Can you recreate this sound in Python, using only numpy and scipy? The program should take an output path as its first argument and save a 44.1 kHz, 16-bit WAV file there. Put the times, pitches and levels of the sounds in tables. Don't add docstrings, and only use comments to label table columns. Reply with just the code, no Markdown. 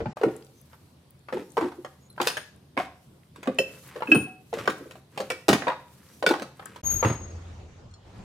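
import sys
import numpy as np
from scipy import signal
from scipy.fft import rfft, irfft, next_fast_len
from scipy.io import wavfile
from scipy.ndimage import uniform_filter1d

SR = 44100
rng = np.random.default_rng(int(sys.argv[2]) if len(sys.argv) > 2 else 0)


def wav_record(signal):
    frames = np.transpose(np.atleast_2d(signal))
    bounded = np.clip(frames, -1, 1)
    quanta = np.round(bounded * 32767).astype(np.int16)
    wavfile.write(sys.argv[1], SR, quanta)


def magnitude_from_level(level_db):
    exponent = np.asarray(level_db, float) / 20
    return 10 ** exponent


N = 363366


def evened(x):
    return x / np.sqrt(np.mean(x ** 2) + 1e-20)


def peaked(x):
    return x / (abs(x).max() + 1e-12)


def read(points, hz):
    point_hz, value = np.transpose(points)
    return np.interp(np.log(hz + 1), np.log(point_hz + 1), value)


def add(mix, start_s, sound, pan_db):
    part = mix[:, round(start_s * SR):][:, :sound.shape[-1]]
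    part += magnitude_from_level(np.array([[pan_db], [-pan_db]]) / 2) * sound[..., :part.shape[1]]


def coloured(x, points):
    size = next_fast_len(x.shape[-1])
    gain = magnitude_from_level(read(points, np.fft.rfftfreq(size, 1 / SR)))
    return irfft(rfft(x, size) * gain, size)[..., :x.shape[-1]]


def softened(x, rise_s):
    rise = np.minimum(np.arange(x.shape[-1]) / (rise_s * SR), 1)
    return x * np.sin(np.pi / 2 * rise) ** 2


def clatter(t60_s, share, size):
    t = np.arange(size) / SR
    strength = magnitude_from_level(2.47 * np.minimum(rng.exponential(1, size), 3)) * rng.standard_normal(size)
    hits = strength * (rng.random(size) < 3000 / SR)
    hits = share * hits * magnitude_from_level(-60 * t / np.clip(t60_s, .01, .4))
    hits[0] = 1
    return hits[None]


def last_before(rows, start_s):
    return max((row for row in rows if row[0] < start_s), key=lambda row: row[0])


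# [pitch_hz, side_over_mid_db]
WIDTH = [(60, -27.5), (180, -23.5), (550, -15.5), (1650, -6), (4970, 0.4), (15000, -1)]


def ring(hz, level_db, t60_s, size):
    pole = 2j * np.pi * hz - np.log(1000) / np.maximum(t60_s, .004)
    modes = np.cumprod(np.repeat(np.exp(pole / SR)[:, None], size, 1), 1)
    lean = 1j * magnitude_from_level(read(WIDTH, hz)) * rng.choice([-1., 1.], len(hz))
    return (magnitude_from_level(level_db) * np.array([1 + lean, 1 - lean]) @ modes).imag


def echo(x, decays, size):
    taps = np.zeros((2, SR))
    at = np.arange(300, SR - 20, 20) + rng.integers(0, 20, (2, (SR - 301) // 20))
    np.put_along_axis(taps, at, rng.choice([-1., 1.], at.shape), 1)
    taps = np.array([taps[0] + 0.51 * taps[1], taps[0] - 0.47 * taps[1]])
    hz, t, z = signal.stft(taps, SR, nperseg=256)
    fade = magnitude_from_level(-60 * t / read(decays, hz)[:, None])
    tail = signal.istft(z * fade, SR, nperseg=256)[1]
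    tail = tail[:, :size] / np.linalg.norm(tail[0])
    return signal.oaconvolve(x, tail, axes=1)[:, :x.shape[1]]


# [pitch_hz, likeness]
SAME = [(60, 0.97), (180, 0.97), (550, 0.53), (1650, 0.05), (4970, 0.16), (15000, 0.03)]


def air(points, patchy_db, size):
    frames, hz = size // 256 + 5, np.fft.rfftfreq(1024, 1 / SR)
    a, b, c, d, patches = rng.standard_normal((frames, 513, 5)).T
    patches = uniform_filter1d(patches, size=14, axis=0)
    patches = evened(uniform_filter1d(patches, size=12, axis=1))
    same = np.clip(read(SAME, hz), -1, 1)[:, None]
    left, other = a + 1j * b, c + 1j * d
    z = np.array([left, same * left + np.sqrt(1 - same ** 2) * other])
    z *= magnitude_from_level(read(points, hz)[:, None] + patchy_db * patches)
    return evened(signal.istft(z, nperseg=1024, noverlap=768)[1][:, :size])


def hum(hz, width_hz, level_db):
    r = np.exp(-np.pi * width_hz / SR)
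    noise = rng.standard_normal(N) + 1j * rng.standard_normal(N)
    slow = signal.lfilter([1], np.convolve([1, -r], [1, -r]), noise)
    carrier = np.exp(2j * np.pi * hz * np.arange(N) / SR)
    return magnitude_from_level(level_db) * evened((slow * carrier).real)


# [end_s, start_s]
GAPS = [
    (.133, 0.1584),
    (6.817, 6.83),
]
# [pitch_hz, level_db_per_hz]
STREET = [(15, -61), (30, -35), (76, -1), (131, -17.5), (202, -13.5), (245, -23.5), (321, -20), (878, -28),
          (1430, -33), (4130, -41), (6920, -43), (10700, -61.5), (16500, -72)]
# [start_s, engine_db, street_air_db]
TRAFFIC = [
    (6.83, -45, -50.5),
    (7.002, -40.5, -51.5),
    (7.6, -46, -57.5),
    (8.04, -56, -65),
    (8.068, -51, -60.5),
    (8.24, -49, -56),
]
# [pitch_hz, level_db_per_hz]
YARD = [(15, -73), (30, -53), (138, -7), (177, -13.5), (726, -28), (927, -30), (1060, -30), (1880, -37),
        (4130, -36), (7300, -44.5), (8600, -40.5), (14400, -45.5), (16500, -64)]
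# [pitch_hz, width_hz, level_db]
HUMS = [
    (135.6, 15, -63),
    (79.5, 10, -65.5),
]
YARD_DB, OPENING_DB = -57, -44.5


def background():
    t = np.arange(N) / SR
    middle = (t > GAPS[0][0]) & (t < GAPS[1][1])
    start_s, engine_db, street_db = np.transpose(TRAFFIC)
    yard = magnitude_from_level(YARD_DB) * air(YARD, 1.5, size=N) + sum(hum(*row) for row in HUMS)
    street = magnitude_from_level(np.interp(t, start_s, engine_db, left=-60)) * hum(84, 13.7, 0) * np.ones((2, 1))
    street_gain = magnitude_from_level(np.interp(t, start_s, street_db + 12, left=OPENING_DB))
    street[:, ~middle] += street_gain[~middle] * air(STREET, 2.26, size=N - middle.sum())
    return np.where(middle, yard, street)


# [start_s, clank_db, tick_over_clank_db, pitch_hz]
IN_TUB = [(0.002, -26.5, -28, 675), (0.057, -24, -39, 790), (0.169, -28, -21, 850),
          (0.213, -27.5, -19, 649), (0.233, -16.5, -23.5, 600), (1.285, -32, -23, 1440),
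          (1.325, -24.5, -19, 600), (1.569, -18.5, -20, 885), (1.847, -28, -15, 1000),
          (3.359, -38, -9.5, 1130), (3.429, -31, -11, 2080), (3.472, -20.5, -18.5, 600),
          (3.585, -22.5, -10, 1910), (3.96, -34, -20, 940), (4.005, -30.5, -27, 600),
          (4.021, -17, -33, 937), (4.072, -34, -30, 1500), (4.117, -18.5, -14.5, 1200),
          (6.225, -16, -19.5, 604), (6.263, -13.5, -4.5, 1480), (6.309, -14.5, -15, 940),
          (6.396, -31.5, -7, 1480), (6.42, -25.5, -11.5, 603), (7.027, -12.5, -31, 1000)]
# [start_s, clank_db, tick_over_clank_db, pitch_hz]
ON_BENCH = [(0.73, -44, -14, 1290), (2.178, -29, -36, 1000), (2.2, -14, -29, 1110),
            (2.214, -19.5, -3.5, 830), (2.271, -14.5, -3, 1550), (2.3685, -21, -9, 1500),
            (2.768, -22.5, -33, 600), (2.774, -12.5, -23, 2300), (2.799, -17.5, -28, 695),
            (4.528, -22.5, -26, 675), (4.538, -30.5, -5, 1800), (4.655, -33.5, -10.5, 2500),
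            (4.699, -28, -1.5, 1200), (4.675, -12, -14, 1185), (4.909, -36, -8, 2380),
            (4.954, -39, -14, 740), (5.175, -24.5, -7.5, 740), (5.301, -19.5, -6, 2430),
            (5.482, -15, -4, 904), (5.488, -7, -7, 696), (5.529, -10, -10.5, 2030),
            (5.62, -19.5, -32, 1700), (5.669, -15, -31, 988), (5.68, -10.5, -23.5, 930),
            (6.594, -32, -28, 1010), (6.658, -32.5, -14.5, 1480), (6.76, -34.5, -12.5, 904)]
# [start_s, clank_db]
REBOUNDS = [(0.282, -29.5), (1.369, -29.5), (1.577, -18), (1.61, -20), (1.627, -26), (1.659, -30.5),
            (1.718, -33.5), (2.299, -27.5), (3.457, -36.5), (4.147, -17.5), (4.586, -28), (5.202, -24),
            (5.509, -16.5), (5.548, -20.5), (5.698, -20.5), (5.718, -25), (6.289, -17.5), (6.337, -19),
            (6.623, -41), (7.047, -13.5), (7.069, -22), (7.099, -25.5)]
REBOUND_TICK_DB, REBOUND_PITCH = -3, 1.054
TUB_TILT_DB, BENCH_TILT_DB = -0.4, 1.13
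TILT_PER_TICK = .06


def blows():
    first = []
    for rows, tilt_db in ((IN_TUB, TUB_TILT_DB), (ON_BENCH, BENCH_TILT_DB)):
        for row in map(tuple, rows):
            first.append(row + (tilt_db + TILT_PER_TICK * row[2],))
    again = []
    for start_s, clank_db in REBOUNDS:
        _, _, tick_db, hz, tilt_db = last_before(first, start_s)
        softer_tilt_db = tilt_db + TILT_PER_TICK * REBOUND_TICK_DB
        again.append((start_s, clank_db, tick_db + REBOUND_TICK_DB, hz * REBOUND_PITCH, softer_tilt_db))
    return sorted(first + again)


# [pitch_hz, level_db]
CASTING = [(350, -42), (600, -11.5), (729, -4), (1310, -3.5), (1510, -3.5), (1770, -5), (3270, -14),
           (5000, -21), (6500, -43.5), (11000, -120)]
# [pitch_hz, level_db]
TICK = [(1470, -34), (2500, 2), (5870, -5), (9050, -10.5), (13100, -19.5), (14700, -17), (16500, -25)]
CLATTER_S = 0.093
KNOCK_CLATTER, TICK_CLATTER = .18, .2


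def knocks():
    out, t = np.zeros((2, N)), np.arange(600) / SR
    rows = blows()
    for (start_s, clank_db, tick_db, spot_hz, tilt_db), u in zip(rows, rng.random((len(rows), 169))):
        knock = clatter(CLATTER_S, KNOCK_CLATTER, size=6000)
        grit = clatter(CLATTER_S, TICK_CLATTER, size=6000)

        hz = np.geomspace(560, 5600, 56) * (.97 + .06 * u[:56])
        near_db = 6 * np.exp(-(np.log2(hz / spot_hz) / 0.38) ** 2)
        mode_db = read(CASTING, hz) + near_db + tilt_db * np.log2(hz / 1200) + 6 * u[56:112]
        t60_s = .017 * (.5 + u[112:168]) * (hz / 1500) ** -.3
        clank = softened(ring(hz, mode_db, t60_s, size=1600), .0026)

        tick = rng.standard_normal((2, 600))
        tick = coloured(tick + .5 * tick[::-1], TICK) * magnitude_from_level(-60 * t / 0.016)
        tick = softened(tick, .0022)

        pan_db = 2 * u[168] - 1
        clank = peaked(signal.fftconvolve(knock, clank, axes=1))
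        tick = peaked(signal.fftconvolve(grit, tick, axes=1))
        add(out, start_s, magnitude_from_level(clank_db + 2.5) * clank, pan_db)
        add(out, start_s, magnitude_from_level(clank_db + tick_db + 6) * tick, pan_db)
    return out


# [pitch_hz, level_db, t60_s]
TUB = [(112, -8, 0.073), (160.8, -4, 0.069), (197.8, -0.5, 0.083), (275.2, 0.7, 0.067),
       (335.9, -0.5, 0.073), (440.6, 1.5, 0.049), (518.7, 0.5, 0.045), (600, -6.5, .04), (700, -22.5, .05)]
# [start_s, level_db, pitch_hz]
THUDS = [(0.002, -22.5, 444), (0.06, -21, 162), (0.212, -23.5, 487), (0.233, -9.5, 430), (1.324, -21, 509),
         (1.576, -14.5, 430), (1.782, -31, 350), (2.199, -20.5, 327), (2.266, -21, 444), (2.77, -23.5, 290),
         (3.378, -40.5, 350), (3.474, -16.5, 238), (3.479, -18, 480), (3.587, -15.5, 520),
         (3.956, -28, 520), (4.083, -20.5, 403), (4.108, -18, 302), (4.117, -9.5, 339), (4.145, -13, 342),
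         (4.158, -12.5, 210), (4.808, -34.5, 346), (4.857, -35.5, 400), (4.529, -20.5, 504),
         (4.569, -27.5, 530), (4.677, -14.5, 450), (5.198, -21, 563), (5.301, -23, 553), (5.484, -7.5, 386),
         (5.495, -12.5, 196), (5.671, -20, 616), (6.224, -17, 530), (6.265, -14.5, 473), (6.415, -30, 210),
         (7.026, -20, 600), (7.046, -8, 112.5), (7.099, -17, 112)]
# [start_s, level_db]
SETTLES = [(0.259, -16), (1.345, -22.5), (1.365, -23), (1.387, -28.5), (1.415, -35), (1.609, -18.5),
           (1.639, -19.5), (4.199, -24), (5.528, -11), (6.288, -18.5), (6.307, -14)]
SETTLE_PITCH = .75
SAG_CLATTER_S, THUD_CLATTER = .1, .16


def thuds():
    out, (tub_hz, tub_db, tub_t60_s) = np.zeros((2, N)), np.transpose(TUB)
    settles = [(s, db, SETTLE_PITCH * last_before(THUDS, s)[2]) for s, db in SETTLES]
    rows = sorted(list(map(tuple, THUDS)) + settles)
    for (start_s, level_db, spot_hz), u in zip(rows, rng.random((len(rows), 18))):
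        hz = tub_hz * (0.9197 + .16 * u[:9])
        octaves = np.log2(hz / spot_hz)
        near_db = 12 * np.exp(-(octaves / .4) ** 2) - 4.9 * abs(octaves)
        wall = softened(ring(hz, tub_db + near_db + 6 * u[9:], tub_t60_s, size=5000), 0.0049)
        sag = clatter(SAG_CLATTER_S, THUD_CLATTER, size=6000)
        thud = peaked(signal.fftconvolve(sag, wall, axes=1))
        add(out, start_s, magnitude_from_level(level_db + 0.06) * thud, 0)
    return out


# [start_s, strongest_s, end_s, level_db, tub_share_db]
SCRAPE = [(0.15, 0.2, 0.44, -53, -3), (3.35, 4.1, 3.8, -51.5, 3), (3.83, 3.97, 4.02, -47, -5),
          (1.33, 1.34, 1.437, -42.5, -2), (1.578, 1.5, 1.693, -37.5, -6), (2.22, 2.25, 2.36, -39.5, -8.5),
          (2.78, 2.79, 2.87, -38, -7), (4.535, 4.595, 4.67, -41.5, -3.5), (6.84, 6.92, 7.02, -47, -2),
          (7.03, 7.06, 7.16, -34, -6), (4.02, 4.1, 4.3, -50, 4), (.69, 0.72, 0.785, -62.5, -4),
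          (5.12, 5.17, 5.18, -54, 1), (4.52, 4.6, 5.0, -52.5, 7.5), (5.17, 5.24, 5.45, -53.5, 5),
          (5.87, 6.1, 6.2, -60, -0.5), (6.56, 6.77, 6.82, -52, 1), (8.03, 8.2, 8.24, -61, -2)]
# [pitch_hz, level_db_per_hz]
DRAG = [(300, -30), (550, -6), (1000, 0), (1600, -3), (2600, -10), (5000, -25), (15000, -40)]
SCRAPE_START_DB, SCRAPE_END_DB = -9.5, -12


def scrape():
    t = np.arange(N) / SR
    strength = magnitude_from_level(3.3 * np.minimum(rng.exponential(1, (2, N)), 5)) * (rng.random((2, N)) - .5)
    slips = strength * (rng.random((2, N)) < 1700 / SR)
    slips = slips + .6 * slips[::-1]
    body = np.exp(-t[:300] / .00006) * rng.standard_normal(300)
    metal = evened(coloured(signal.oaconvolve(slips, body[None])[:, :N], DRAG))
    wall = ring(*np.transpose(TUB), size=5000)
    plastic = evened(signal.oaconvolve(slips.mean(0)[None], wall, axes=1)[:, :N])
    out = np.zeros((2, N))
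    for *times_s, level_db, share_db in SCRAPE:
        swell_db = np.interp(t, times_s, [SCRAPE_START_DB, 0, SCRAPE_END_DB], -150, -150)
        gain = uniform_filter1d(magnitude_from_level(level_db + swell_db), size=500)
        out += gain * (metal + magnitude_from_level(share_db) * plastic)
    return out


# [start_s, strongest_s, end_s, level_db]
RUSTLES = [(.16, .3, 0.61, -61.5), (.55, .74, .95, -65.5), (1.28, 1.5, 2.03, -62.5), (2.16, 2.3, 2.5, -60),
           (2.215, 2.28, 2.33, -45), (4.07, 4.1, 4.15, -57), (6.66, 6.67, 6.65, -56),
           (2.898, 3.05, 3.3, -70), (3.58, 3.6, 3.9, -54), (3.718, 3.87, 4.14, -59.5),
           (4.106, 4.16, 4.25, -49), (4.2, 4.24, 4.36, -64), (4.401, 4.5, 4.8, -62.5),
           (4.66, 4.72, 5.0, -59.5), (5.1, 5.25, 5.8, -62), (5.799, 5.92, 6.25, -62),
           (6.04, 6.12, 6.5, -62), (6.55, 6.67, 6.64, -61), (7.0, 7.03, 7.12, -63), (8.14, 8.19, 7.7, -64)]
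# [pitch_hz, level_db_per_hz]
RUSTLE = [(800, -20), (2500, -3.5), (6000, -1), (10000, -0.5), (14000, -1), (15500, -12)]
RUSTLE_EDGE_DB = -8.5


def rustle():
    t = np.arange(N) / SR
    flicker = evened(uniform_filter1d(rng.standard_normal(N), size=900))
    hiss = evened(coloured(rng.standard_normal((2, N)), RUSTLE))
    swell = np.zeros(N)
    for *times_s, level_db in RUSTLES:
        swell += magnitude_from_level(level_db + np.interp(t, times_s, [RUSTLE_EDGE_DB, 0, RUSTLE_EDGE_DB], -150, -150))
    return uniform_filter1d(swell, size=400) * magnitude_from_level(1.8 * flicker) * hiss


# [start_s, level_db, pitch_hz, left_right_db]
SPECKS = [(0.3643, -34, 10000, 7), (0.4247, -42, 4250, -2), (0.4472, -45, 8840, 10.5),
          (0.614, -44, 13000, 17), (1.1064, -43, 14000, 9.0), (1.5194, -41, 9580, 14.5),
          (2.1021, -48, 14100, 3), (2.255, -38, 4440, 2), (3.234, -48, 2770, -0.5),
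          (3.5458, -44, 9800, -4.5), (3.8771, -38.5, 14100, 8), (6.6568, -28, 9400, 14.5),
          (6.759, -44, 2520, 6), (2.2145, -32, 13500, 6), (2.272, -22, 14500, 3), (4.007, -46, 11970, 3),
          (4.035, -46, 12500, 3), (6.657, -36, 15000, 6), (6.76, -43.5, 9050, 4.5), (8.18, -54, 9000, 0)]
# [start_s, level_db, pitch_hz, left_right_db]
MORE_SPECKS = [(0.4673, -47, 4640, 3.0), (0.6594, -56, 13200, 6.5), (0.8594, -57, 3050, 4.5),
               (1.072, -62, 4010, 6), (1.1922, -54, 9820, 8.0), (1.2094, -59, 3520, 7.5), (1.4337, -52, 5500, 3.5),
               (1.5035, -45, 7620, 3), (2.1276, -50.5, 9910, 5.0), (2.164, -47, 2690, 0.5),
               (2.5616, -50, 11700, 8), (3.0684, -55, 10100, 5.0), (3.8944, -42, 2500, 1.5),
               (4.5391, -32.5, 2570, 0.0), (5.8282, -47, 2520, 3.0), (5.883, -45, 2960, 2.0),
               (6.0886, -49, 5750, 7), (6.571, -49, 11100, 4.5)]


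def specks():
    out = np.zeros((2, N))
    for start_s, level_db, pitch_hz, pan_db in list(SPECKS) + list(MORE_SPECKS):
        hz = pitch_hz * np.geomspace(.7, 1.15, 6) * rng.uniform(0.96, 1.05, 6)
        cluster = ring(hz, -14 * rng.random(6), np.full(6, 0.013), size=1500)
        add(out, start_s, magnitude_from_level(level_db) * peaked(softened(cluster, .0003)), pan_db)
    return out


# [start_s, length_s, pitch_hz, level_db]
CHIRPS = [
    (.53, 0.12, 6200, -65),
    (1.43, .08, 5600, -68),
    (2, 0.094, 6800, -63),
    (6.08, 0.12, 5800, -63),
    (7.46, 0.045, 4000, -62),
    (.67, .13, 12000, -70),
    (7.96, 0.14, 3200, -67),
    (2.3, 0.063, 1620, -59),
    (7.45, .14, 2950, -68),
]


def birds():
    out = np.zeros((2, N))
    for start_s, length_s, hz, level_db in CHIRPS:
        t = np.arange(0, length_s, 1 / SR)
        fuzz = evened(uniform_filter1d(rng.standard_normal(len(t)), size=90))
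        whistle = fuzz * np.sin(2 * np.pi * hz * t) * np.sqrt(np.hanning(len(t)))
        add(out, start_s, magnitude_from_level(level_db) * whistle, 0)
    return out


# [pitch_hz, level_db, t60_s]
CRANKCASE = [(2633, 2.5, 0.07), (1900, -12.5, .08), (3078, -5.5, 0.094), (4170, -20.5, .09),
             (5350, -18, 0.15), (6650, -20.5, .1), (7020, -18.5, 0.051), (8330, -24, .08), (14310, -28, .1),
             (9910, -22, .1), (12590, -26, .1)]
COVER = [(2583, 0, 0.27), (2756, -18.5, 0.1), (1635, -18, 0.4), (3074, -20.5, 0.3), (5380, -36, .1)]
GEAR = [(9039, -4, 0.28), (14140, -21, .14), (14680, -24, .14), (15080, -19, .14), (12890, -25, .14),
        (10850, -23.5, .12), (9670, -26, .1), (6928, -26, .08)]
HUB = [(1480, -16, 0.11), (2295, -3, 0.22), (4320, -20.5, .06), (6800, -16, 0.11)]
CASE = [(1475, 1.5, .2), (2285, -5, 0.14), (2720, -13.5, 0.17), (3550, -6.5, 0.2), (4637, -16, 0.15),
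        (5001, -15, .15), (5540, -20, 0.12), (8240, -16, 0.085)]
PIN = [(11000, 0, 0.089), (4110, 0, .07)]
# [start_s, level_db, left_right_db, free_s, part_modes]
RINGS = [(3.586, -16, 0.5, .09, CRANKCASE), (3.6, -33, -1, .17, [(2620, 0, .25), (2666, -1.5, .3)]),
         (4.676, -21, 1, .08, [(1170, -0.5, 0.11), (1500, -1, .08), (3100, -11, 0.043)]),
         (1.572, -25.5, 0, .09, [(880, -0.18, 0.14), (993, -1.5, 0.16)]), (4.116, -7, -1, 0.023, COVER),
         (4.154, -19, -1, .025, COVER), (4.18, -34, -1, .17, COVER), (4.145, -27, 8.5, .15, GEAR),
         (2.272, -36, 10, .09, GEAR), (2.369, -41.5, 6, .07, GEAR), (5.302, -28, -2, .2, HUB),
         (6.263, -19, 0, 0.048, CASE), (2.1, -50.5, 2, .1, PIN), (4.072, -33, -1, .044, COVER),
         (4.27, -46, 1, 0.15, [(747, 0, 0.82)]), (7.91, -62, 2, .02, [(4260, 0, .06), (6800, -1.5, .06),
         (8300, -3, .05)]), (7.938, -50.5, 4, .03, [(4250, 2, 0.068), (5400, -4, .05), (3330, -5, .05),
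         (7000, -2, 0.053), (8300, -9, .04)])]
MUFFLED_T60_S = .05


def clinks():
    out, t = np.zeros((2, N)), np.arange(14000) / SR
    off = np.array([[0], [.007], [-.012], [.021], [-.028]])
    for start_s, level_db, pan_db, free_s, part in RINGS:
        hz, mode_db, t60_s = np.transpose(part)
        split_hz = (hz * (1 + off)).ravel()
        split_db = (mode_db - 128 * np.sqrt(abs(off))).ravel()
        split_t60_s = (t60_s * (1 - 15 * abs(off))).ravel()
        clink = softened(ring(split_hz, split_db, split_t60_s, size=14000), 0.0028)
        muffling_db = -60 * np.maximum(t - free_s, 0) / MUFFLED_T60_S
        add(out, start_s, magnitude_from_level(level_db + muffling_db) * clink, pan_db)
    return out


# [start_s, level_db, pitch_hz]
SQUEAL = [
    (6.83, -47.5, 6610),
    (6.858, -30, 6550),
    (6.874, -25.5, 6554),
    (6.89, -34.5, 6564),
    (6.915, -25.5, 6580),
    (6.944, -24, 6606),
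    (6.964, -38, 6589),
    (6.983, -32, 6555),
    (7.01, -49, 6550),
]


def brake():
    start_s, level_db, hz = np.transpose(SQUEAL)
    t = np.arange(start_s[0], start_s[-1], 1 / SR)
    waver_hz = 14 * evened(uniform_filter1d(rng.standard_normal(len(t)), size=400))
    phase = 2 * np.pi * np.cumsum(np.interp(t, start_s, hz) + waver_hz) / SR
    lead = np.array([[1], [-1]])
    whistle = np.sin(phase + 0.63 * lead) + magnitude_from_level(-12.5) * np.sin(2 * phase + .55 * lead)
    tone = magnitude_from_level(np.interp(t, start_s, level_db) + 1.6) * whistle
    near, out = np.zeros((2, SR)), np.zeros((2, N))
    add(near, 0, tone * signal.windows.tukey(len(t), .1), 8)
    street = echo(near, [(6000, 0.77), (13000, 0.38)], size=SR)
    add(out, start_s[0], near + magnitude_from_level(-2.5) * street, 0)
    return out


# [pitch_hz, t60_s]
WALLS = [(150, 0.38), (600, 0.42), (2000, 0.42), (6000, 0.46), (14000, 0.35)]


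def yard_echo(parts, rings):
    left, right = magnitude_from_level(-10.5) * echo(parts + magnitude_from_level(-5) * rings, WALLS, size=SR // 2)
    side = magnitude_from_level(4.0) * coloured(left - right, WIDTH)
    return (left + right + np.array([side, -side])) / 2


def scene():
    around = background()
    parts = knocks() + thuds() + scrape()
    parts = signal.sosfilt(signal.butter(6, 95, "high", fs=SR, output="sos"), parts)
    rings = specks() + clinks()
    return parts + rings + yard_echo(parts, rings) + brake() + birds() + rustle() + around


def low_pass(x):
    return signal.sosfilt(signal.butter(12, 16660, fs=SR, output="sos"), x)


def record(dry):
    t = np.arange(N) / SR
    for end_s, start_s in GAPS:
        dry = dry * np.clip(np.maximum((end_s - t) / 0.0037, (t - start_s) / 0.0054), 0, 1)
    dry = signal.oaconvolve(dry, signal.firwin(255, 16200, fs=SR)[None], "same")
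    mix = np.tanh(dry / 1.226) * 1.174
    return low_pass(mix)


dry = scene()
out = record(dry)
wav_record(out)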